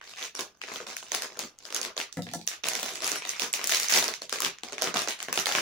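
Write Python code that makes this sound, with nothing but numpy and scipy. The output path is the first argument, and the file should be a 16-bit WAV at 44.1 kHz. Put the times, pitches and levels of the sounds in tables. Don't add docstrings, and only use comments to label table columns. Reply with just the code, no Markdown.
import sys
import numpy as np
from scipy import signal
from scipy.fft import rfft, irfft
from scipy.io import wavfile
from scipy.ndimage import uniform_filter1d

SR = 44100
rng = np.random.default_rng(int(sys.argv[2]) if len(sys.argv) > 2 else 0)


def to_wav(s):
    ch = np.atleast_2d(s).T
    pcm = np.round(np.clip(ch, -1, 1) * 32767)
    wavfile.write(sys.argv[1], SR, pcm.astype(np.int16))


N = 247401
SNAP_SIZE = 2048
SNAP_S = 0.003
EARLY_S = 0.0015

# t/s, level/dB, centre of the ring f/Hz, push on the pouch relative to the snap level/dB,
# left minus right level/dB (limited to 10 either way)
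CREASE_SNAPS = [(0.227, -32, 3550, -9, 0), (0.2523, -36.5, 4800, -6.5, 5), (0.3511, -35.5, 4470, -30, -1),
                (0.3926, -30, 4050, -1, 2), (0.3967, -31, 4230, -5, -5), (0.4083, -33, 5470, -22, -5),
                (0.547, -60, 2120, -2, 1), (0.6164, -31.5, 2300, -23, 3.5), (0.6376, -33.5, 1730, -6, -3),
                (0.7182, -35.5, 2340, 1.5, 4), (0.76, -30, 3280, -8.5, 10), (0.8027, -38, 2750, 3.5, 4),
                (0.9676, -30, 5250, -16.5, 0.5), (1.028, -40.5, 2940, 1, 1), (1.119, -25, 4800, -5, -3),
                (1.131, -40, 3890, 3.5, -3), (1.1437, -29, 3600, -2, 4), (1.1485, -23, 4630, -39, 4),
                (1.2216, -29, 5500, -23, 1), (1.372, -44, 5500, 6, 0), (1.392, -26.5, 4600, -29, 5.5),
                (1.427, -38.5, 4100, -22, 3), (1.5878, -46, 7600, -34, 3), (1.6532, -36, 4680, -9, 12),
                (1.7047, -38, 3950, -7, -1), (1.7255, -35.5, 4900, -5, -3), (1.7468, -24.5, 4870, -12, 1),
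                (1.7643, -26.5, 5200, -32, -3), (1.815, -28.5, 6100, -32, -4), (1.8304, -29, 4770, -20, 4),
                (1.85, -28, 3100, -31, 6), (1.967, -34, 4460, 0, -3), (1.9781, -25, 3640, -7, 0),
                (2.0016, -27.5, 3420, -26, 4), (2.014, -29.5, 3330, -18, -4), (2.127, -38, 6200, -32, -11),
                (2.4678, -49, 11000, -27, 8), (2.476, -25, 6460, -23, -13), (2.637, -30.5, 2680, -10, -8),
                (2.6414, -25.5, 2750, -9.5, 8), (2.6686, -30.5, 5500, -3, 3),
                (2.6859, -22.5, 5650, -16, -7), (2.7347, -30.5, 4380, -10, -4),
                (2.7526, -27, 5470, -26, -2), (2.83, -28.5, 4940, -6.5, 4), (2.8607, -34, 5860, -1, -6),
                (2.8844, -34, 3400, -7, -6), (2.9237, -54, 4030, -10, 3), (2.956, -32.5, 4760, -27, -8),
                (3.0215, -31, 4580, -1.5, 4), (3.0444, -26, 5570, -11.5, 5), (3.0674, -30, 6600, -17, 4),
                (3.077, -24.5, 4230, -20, 2), (3.1177, -26.5, 5300, -6, -13), (3.1584, -30, 4600, -8, 1),
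                (3.2528, -36, 4140, 0, 6), (3.293, -25.5, 6500, -27, 2), (3.3969, -24, 4500, -35, -14),
                (3.42, -23, 4600, -6, -6), (3.53, -27.5, 8250, -22, -9), (3.538, -21.5, 4900, -37, 1.5),
                (3.6423, -26, 5870, -8, 2), (3.6729, -26, 7900, -25, 2), (3.6949, -22.5, 4900, -27, -2),
                (3.7217, -22.5, 5230, -6.5, 4), (3.747, -21, 5100, -32, 6), (3.7693, -25, 4900, -16, -4),
                (3.799, -26.5, 6800, -25, 2), (3.8322, -25.5, 4700, -18, 4), (3.885, -24.5, 5070, -36, -6),
                (3.9, -31, 4270, -15, 8), (3.9234, -21, 4560, -11.5, -3), (3.9388, -19, 5100, -19, -5),
                (3.974, -21.5, 4900, -2.5, -13), (3.987, -20.5, 5650, -12, 10),
                (4.0259, -25.5, 3920, -11, 1), (4.042, -24.5, 5140, -29, 3), (4.0809, -27, 5250, -11, -14),
                (4.1388, -29.5, 3780, -26, -13), (4.2195, -30.5, 4360, -4, -3),
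                (4.2955, -33, 4900, -22, -4), (4.327, -23, 3680, -5.5, 4), (4.3863, -32.5, 3220, -17, 0),
                (4.4042, -28, 7400, -2.5, 4), (4.421, -25, 5450, -10.5, -2), (4.448, -20, 3650, -22, 11),
                (4.4636, -29, 3600, -1.5, 1), (4.5858, -41, 2000, -24, 1), (4.6347, -31, 3870, -3.5, 4),
                (4.686, -40, 4870, -7, -1), (4.7238, -36, 3380, 0, 1), (4.7309, -32.5, 2500, -1.5, 4),
                (4.7819, -29.5, 2770, -6.5, -2), (4.815, -31.5, 4900, -6, -8),
                (4.8213, -21, 4460, -2.5, -3.5), (4.8417, -28.5, 5350, -4, 7), (4.873, -27.5, 3170, 1.5, 0),
                (4.942, -29.5, 2140, -1.5, -6), (4.946, -29, 4600, -3.5, 7), (4.971, -23, 3770, -16, -7),
                (4.992, -26.5, 3840, -21, 5), (5.0191, -31.5, 5160, -2, 9), (5.075, -29.5, 4450, 0.5, 0),
                (5.086, -25, 4760, -20, -15), (5.2034, -31.5, 3180, -9, -1), (5.228, -32, 6900, -16, 14),
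                (5.2848, -31.5, 1900, 0, 1), (5.3279, -24.5, 6200, -4.5, -1), (5.376, -20.5, 3650, -2.5, 3),
                (5.39, -27, 4700, -30, -9), (5.4584, -24, 3700, -15, -6), (5.4691, -22, 3950, -6, 13),
                (5.5229, -25, 4270, -17, 9), (5.5363, -33, 3550, -20, 2), (5.5513, -19.5, 2480, -4.5, 0),
                (5.5846, -21, 2390, -16, 2), (5.59, -28.5, 3040, -1, -14)]


def snaps(film_db=1, body_db=-1.5, spread_db=-2.5, beam_db=4, ripple=0.12, pull=0.61,
          typical_hz=4200, wide_growth=0.15, typical_db=-24):
    straight, spread = np.zeros((2, 2, N))
    for s, db, ring_hz, push_db, pan_db in CREASE_SNAPS:
        strength = amp(db) * np.sqrt(SNAP_S * SR)
        half_pan = np.array([[0.5], [-0.5]])
        sides = unit(amp(np.clip(pan_db, -10, 10) * half_pan))
        octaves_up = np.log2(ring_hz / typical_hz)
        beam = amp(film_db + beam_db * max(octaves_up, 0))
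        add(straight, s - EARLY_S, strength * beam * sides * crease(ring_hz))

        wide = amp(spread_db + wide_growth * min(db - typical_db, 0))
        wide_hz = typical_hz * (ring_hz / typical_hz) ** pull
        add(spread, s - EARLY_S, strength * wide * crease(wide_hz, ripple))

        pop = strength * amp(push_db + body_db) * push()
        add(straight, s, pop)
        add(spread, s, pop)
    return straight, spread


# f/Hz, level/dB
FILM_COLOUR = [(300, -54), (800, -6.5), (1300, -2.5), (2000, -1), (3400, -5), (4800, -6.5), (6400, -3.5),
               (7200, -7), (8200, -11.5), (10500, -10), (13500, -17.5), (15000, -9.5), (15800, -12),
               (16800, -60)]
SCATTER_S, FLUTTER = 0.0009, 0.45


def crease(ring_hz, ripple=1, scatter=1.48, flutter_s=0.0096, rise=0.68, rise_s=0.0012, focus_db=5,
           lean_db=3.0, facet_db=4.5, peak_db=3.0, size=66):
    t = (np.arange(SNAP_SIZE) - size) / SR
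    hz = np.fft.rfftfreq(SNAP_SIZE, 1 / SR)
    before, early, late = rng.standard_normal((3, 2, SNAP_SIZE))
    waves = rise * unit(before * (t < 0) * np.exp(-abs(t) / rise_s))
    waves += scatter * unit(early * (t >= 0) * np.exp(-abs(t) / SCATTER_S))
    waves += FLUTTER * unit(late * (t >= 0) * np.exp(-abs(t) / flutter_s))
    facet = np.interp(hz, np.linspace(0, SR / 2, 32), rng.standard_normal(32))
    octaves = np.log2((hz + 1) / ring_hz)
    focus = np.hypot(octaves, 0.4)
    peak = np.exp(-(octaves / 0.22) ** 2)
    lean = np.log2(ring_hz / 4400) * np.log2(np.maximum(hz, 1200) / 4400)
    gain_db = read(FILM_COLOUR, hz) - focus_db * focus + lean_db * lean
    gain_db = gain_db + ripple * (facet_db * facet + peak_db * peak)
    step = t == 0
    return unit(colour(step + ripple * waves, gain_db))


# f/Hz, level/dB
POUCH_COLOUR = [(30, -43), (85, -14.5), (120, -6.5), (165, -7), (215, -4), (290, -2.5), (420, 4.5),
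                (560, 3), (670, 6), (800, -0.5), (1100, 2), (1600, -2.5), (4000, -75)]


def push(ring_s=0.0037, shake=1.2):
    t, hz = np.arange(SNAP_SIZE) / SR, np.fft.rfftfreq(SNAP_SIZE, 1 / SR)
    shaking = unit(rng.standard_normal(SNAP_SIZE) * np.exp(-t / ring_s))
    wall = (t == 0) + shake * shaking
    return rng.choice([-1, 1]) * unit(colour(wall, read(POUCH_COLOUR, hz)))


LEAD_S = 0.002


def crackle(film_db=0, body_db=0, per_s=300, usual_db=-40.0, rate_growth=0.33, spread_db=4.0, chain_db=-16,
            chain_push_db=-10, chain_growth=0.089, typical_db=-23, chain_s=0.009, count=96):
    film_power, wall_power = effort()
    chain, near = np.zeros((1, N)), np.arange(-SR // 50, SR // 20) / SR
    for at, db, *_ in CREASE_SNAPS:
        strength = amp(db + chain_db + chain_growth * (db - typical_db))
        fade_s = np.where(near < 0, LEAD_S, chain_s)
        add(chain, at + near[0], strength ** 2 * np.exp(-abs(near) / fade_s))
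    work = np.sqrt(film_power + chain[0])
    wall_work = np.sqrt(wall_power + chain[0] * amp(chain_push_db) ** 2)
    hollow = amp(body_db) * wall_work / work

    rate = per_s * (work / amp(usual_db)) ** rate_growth
    happens = rng.random(N) < rate / SR
    size = happens * amp(spread_db * np.minimum(rng.exponential(1, N), 4))
    local_power = abs(uniform_filter1d(size ** 2, size=1500))
    size *= work / np.sqrt(local_power + rate / SR * 0.089)

    kind = rng.integers(0, count, N)
    folds = [(crease(hz, scatter=1.46, facet_db=3.5), push()) for hz in np.geomspace(2000, 6500, count)]
    out = np.zeros((2, N))
    for i in np.flatnonzero(size):
        film, wall = folds[kind[i]]
        add(out, i / SR - EARLY_S, size[i] * (amp(film_db) * film + hollow[i] * wall))
    return out


# start t/s, held for t/s, starting strength of the fine crackle level/dB,
# push on the pouch relative to that level/dB
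FILM_SQUEEZES = [(0.0, 0.26, -49.5, -10.5), (0.167, 0.087, -41, -12), (0.344, 0.069, -44.5, -6),
                 (0.391, 0.05, -49.5, 0.5), (0.661, 0.1, -43.5, -6), (0.791, 0.039, -50.5, -3),
                 (0.856, 0.071, -43, -5), (0.98, 0.13, -51.5, -11), (1.15, 0.051, -43, -8),
                 (1.21, 0.045, -40.5, -4), (1.29, 0.18, -53, -1.5), (1.383, 0.054, -46.5, -1),
                 (1.597, 0.15, -55, -7), (1.651, 0.12, -54.5, 1), (1.748, 0.15, -53.5, 7),
                 (1.976, 0.024, -49.5, 7), (2.498, 0.038, -41, -11), (2.635, 0.17, -38, -6),
                 (2.79, 0.1, -40.5, -8.5), (2.88, 0.2, -43, -6), (3.019, 0.15, -37, -10.5),
                 (3.199, 0.19, -41.5, -12), (3.402, 0.052, -36.5, -6), (3.546, 0.11, -40, -7.5),
                 (3.69, 0.079, -30, -17), (3.78, 0.082, -36, -16), (3.89, 0.084, -27, -21.5),
                 (3.942, 0.032, -27.5, -8), (4.008, 0.1, -40, -2.5), (4.329, 0.029, -38, -6),
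                 (4.425, 0.016, -34.5, -2.5), (4.644, 0.095, -53, 0), (4.829, 0.052, -39, -5.5),
                 (4.953, 0.021, -32, -1.5), (5.0, 0.029, -37, -20), (5.072, 0.046, -37, -13),
                 (5.186, 0.058, -45, -6.5), (5.326, 0.092, -37, -12), (5.46, 0.063, -34, -7),
                 (5.549, 0.029, -36, -3)]
GRIP_S, EASE_DB_PER_S, LET_GO_S = 0.0057, 9, 0.01
HELD_DB, HELD_PUSH_DB = -68, 2.5


def effort():
    t = np.arange(N) / SR
    film = np.full(N, amp(HELD_DB) ** 2)
    wall = np.full(N, amp(HELD_DB + HELD_PUSH_DB) ** 2)
    for start, held, db, push_db in FILM_SQUEEZES:
        age = np.maximum(t - start, 0)
        attack = np.minimum(age / GRIP_S, 1)
        release = np.exp(-np.maximum(age - held, 0) / LET_GO_S)
        power = (attack * release * amp(db - EASE_DB_PER_S * age)) ** 2
        film = film + power
        wall = wall + power * amp(push_db) ** 2
    return film, wall


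# t/s, level/dB, centre of the blow f/Hz, clack of the blades relative to the knock level/dB
# (before the offset in blades()), centre of the clack f/Hz
SCISSOR_KNOCKS = [(2.1707, -23, 186, -15, 7500), (2.1715, -37, 1560, 0, 1960), (2.188, -27, 255, -31, 7000),
                  (2.2213, -31, 212, -3, 4260), (2.2679, -34, 215, -1.5, 1940),
                  (2.289, -55, 800, 19.5, 2250), (2.3139, -36, 197, -4.5, 4600),
                  (2.3359, -30, 760, 2.5, 5100), (2.349, -27, 264, -24, 5000), (2.391, -36, 175, -9, 3980),
                  (2.4133, -42, 200, 3, 3500)]
# f/Hz, level/dB, time to fade by 60 dB t/s
TABLE_MODES = [(106.8, 3, 0.48), (148, -0.5, 0.2), (168, 5.5, 0.096), (233, -3, 0.17), (280, -1.5, 0.075),
               (332, 1, 0.062), (483.7, 4, 0.081), (566, -5, 0.15), (717, 9.5, .12), (837, 4.5, 0.13),
               (920, 2, 0.11), (1120, -3.5, 0.1), (1345, 7, 0.089), (1740, 4, 0.11), (1947, 8.5, 0.096)]


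def scissors(level_db=0, reach_db=10, lowest_hz=105, spot_db=4.0, detune=0.0364):
    out, t = np.zeros((2, N)), np.arange(SR // 2) / SR
    hz, mode_db, t60 = np.transpose(TABLE_MODES)[:, :, None]
    facing = (-1) ** np.arange(len(hz))[:, None]
    for s, db, blow_hz, *_ in SCISSOR_KNOCKS:
        spot, load = rng.standard_normal((2, len(hz), 1))
        distance = abs(np.log2(hz / blow_hz))
        weight = facing * amp(mode_db + spot_db * spot - reach_db * distance)
        weight = weight / np.linalg.norm(weight)
        tones = np.sin(2 * np.pi * hz * (1 + detune * load) * t)
        ring = (weight * amp(-60 * t / t60) * tones).sum(0)
        add(out, s, amp(db + level_db) * ring)
    highpass = signal.butter(N=2, Wn=lowest_hz, btype="highpass", fs=SR, output="sos")
    return signal.sosfilt(highpass.repeat(2, 0), out)


def blades(level_db=-2, clack_s=0.002, focus_db=9, zing_db=-12, zing_s=0.02):
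    out, t, hz = np.zeros((2, N)), np.arange(SR // 4) / SR, np.fft.rfftfreq(SR // 4, 1 / SR)
    for s, db, _, clack_db, clack_hz in SCISSOR_KNOCKS:
        contact, steel = rng.standard_normal((2, 2, len(t)))
        clack = unit(contact * np.exp(-t / clack_s))
        clack = clack + amp(zing_db) * unit(steel * np.exp(-t / zing_s))
        octaves = np.log2((hz + 1) / clack_hz)
        clack = unit(colour(clack, -focus_db * octaves ** 2 / np.hypot(octaves, 0.5)))
        add(out, s, amp(db + clack_db + level_db) * np.sqrt(SNAP_S * SR) * clack)
    return out


def room(x, turn_s=0.035, count=4):
    place, out = np.arange(N) / SR / turn_s, np.zeros((2, N))
    for k in range(count):
        distance = abs((place - k + 1) % count - 1)
        share = np.cos(np.pi / 2 * np.minimum(distance, 1))
        sent = share * (x.mean(0) + x) / 2
        out += signal.oaconvolve(sent, echoes(), axes=1)[:, :N]
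    return out


# f/Hz, time to fade by 60 dB t/s
ECHO_FADE = [(150, 0.25), (500, 0.24), (1400, 0.32), (4000, 0.24), (7000, 0.19), (14000, 0.22)]
# f/Hz, level/dB
ECHO_LEVEL = [(150, 6.5), (600, -0.86), (2500, 0.7), (6000, 3), (14000, 5)]
# f/Hz, likeness (1 same, 0 unrelated, below 0 opposed)
ECHO_LIKENESS = [(150, 0.64), (500, 0.86), (1000, 0.11), (2000, 0.38), (4000, 0.27), (16000, -0.3)]
FIRST_ECHO_S = 0.0058


def echoes(build_s=0.00052):
    time = np.arange(SR // 2) / SR
    taps = rng.standard_normal((2, len(time))) * (rng.random((2, len(time))) < 0.12)
    taps *= 1 - np.exp(-np.maximum(time - FIRST_ECHO_S, 0) / build_s)
    hz, t, (a, b) = signal.stft(taps / taps.std(), SR, nperseg=256)
    same = np.clip(read(ECHO_LIKENESS, hz), -1, 1)[:, None]
    t60 = read(ECHO_FADE, hz)[:, None]
    fade_db = read(ECHO_LEVEL, hz)[:, None] - 60 * (t - FIRST_ECHO_S - build_s) / t60
    decay = amp(fade_db) * np.sqrt(np.log(10 ** 6) / (t60 * SR))
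    right = same * a + np.sqrt(1 - same ** 2) * b
    return signal.istft(np.array([a, right]) * decay, SR, nperseg=256)[1]


# f/Hz, level/dB
AIR_COLOUR = [(25, -1), (120, -1), (400, -10), (1200, -25), (3000, -12.5), (8000, -43), (16000, -44)]


def air(level_db=-64):
    noise = rng.standard_normal((2, N)) + rng.standard_normal(N)
    gain = amp(read(AIR_COLOUR, np.fft.rfftfreq(N, 1 / SR)))
    shaped = irfft(rfft(noise) * gain, N)
    return amp(level_db) * np.sqrt(N) * unit(shaped)


# f/Hz, level in one bin level/dB
QUIET_LEVEL = [(100, -52), (500, -65), (2000, -69), (6000, -84), (9000, -74.5), (16000, -66.5)]


def suppress(x, depth_db=-9):
    hz, _, z = signal.stft(x, SR, nperseg=512, noverlap=384)
    power = (abs(z) ** 2).mean(0)
    power = uniform_filter1d(power, size=5, axis=0)
    power = abs(uniform_filter1d(power, size=3, axis=1))
    opened = power / (power + amp(read(QUIET_LEVEL, hz))[:, None] ** 2)
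    return signal.istft(z * amp(depth_db * (1 - opened)), SR, nperseg=512, noverlap=384)[1][:, :N]


def amp(db):
    return 10 ** (np.asarray(db) / 20)


def unit(x):
    return x / np.sqrt(np.mean(np.sum(x ** 2, -1)) + 1e-20)


def read(points, hz):
    f, value = np.transpose(points)
    return np.interp(np.log(hz + 1), np.log(f), value)


def add(mix, s, sound):
    part = mix[:, max(round(s * SR), 0):][:, :sound.shape[-1]]
    part += sound[..., :part.shape[1]]


def colour(x, gain_db):
    log_gain = np.log(amp(np.maximum(gain_db, gain_db.max() - 80)))
    circle = np.r_[log_gain, log_gain[-2:0:-1]]
    response = np.exp(np.conj(signal.hilbert(circle)))[:len(log_gain)]
    return irfft(rfft(x) * response)


def scene(pouch_room_db=0.16, table_room_db=-9, blade_room_db=0):
    straight, spread = snaps()
    fine = crackle()
    table = scissors()
    steel = blades()
    pouch_sent = amp(pouch_room_db) * (spread + fine)
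    walls = room(pouch_sent + amp(table_room_db) * table + amp(blade_room_db) * steel)
    return straight + fine + table + steel + walls + air()


# f/Hz, left minus right level/dB
PORT_TILT = [(150, -0.5), (600, 1.5), (2200, 0.5), (4400, -2), (6300, -4.5), (8500, 2.5), (15000, 6)]
EDGE_HZ = 16500


def record(dry):
    tilt_db = read(PORT_TILT, np.fft.rfftfreq(N, 1 / SR))
    tilted = irfft(rfft(dry) * amp([tilt_db / 2, -tilt_db / 2]), N)
    heard = suppress(tilted)
    lowpass = signal.firwin(255, EDGE_HZ, window=("kaiser", 9), fs=SR)
    return signal.oaconvolve(heard, lowpass[None], "same")


dry = scene()
out = record(dry)
to_wav(out)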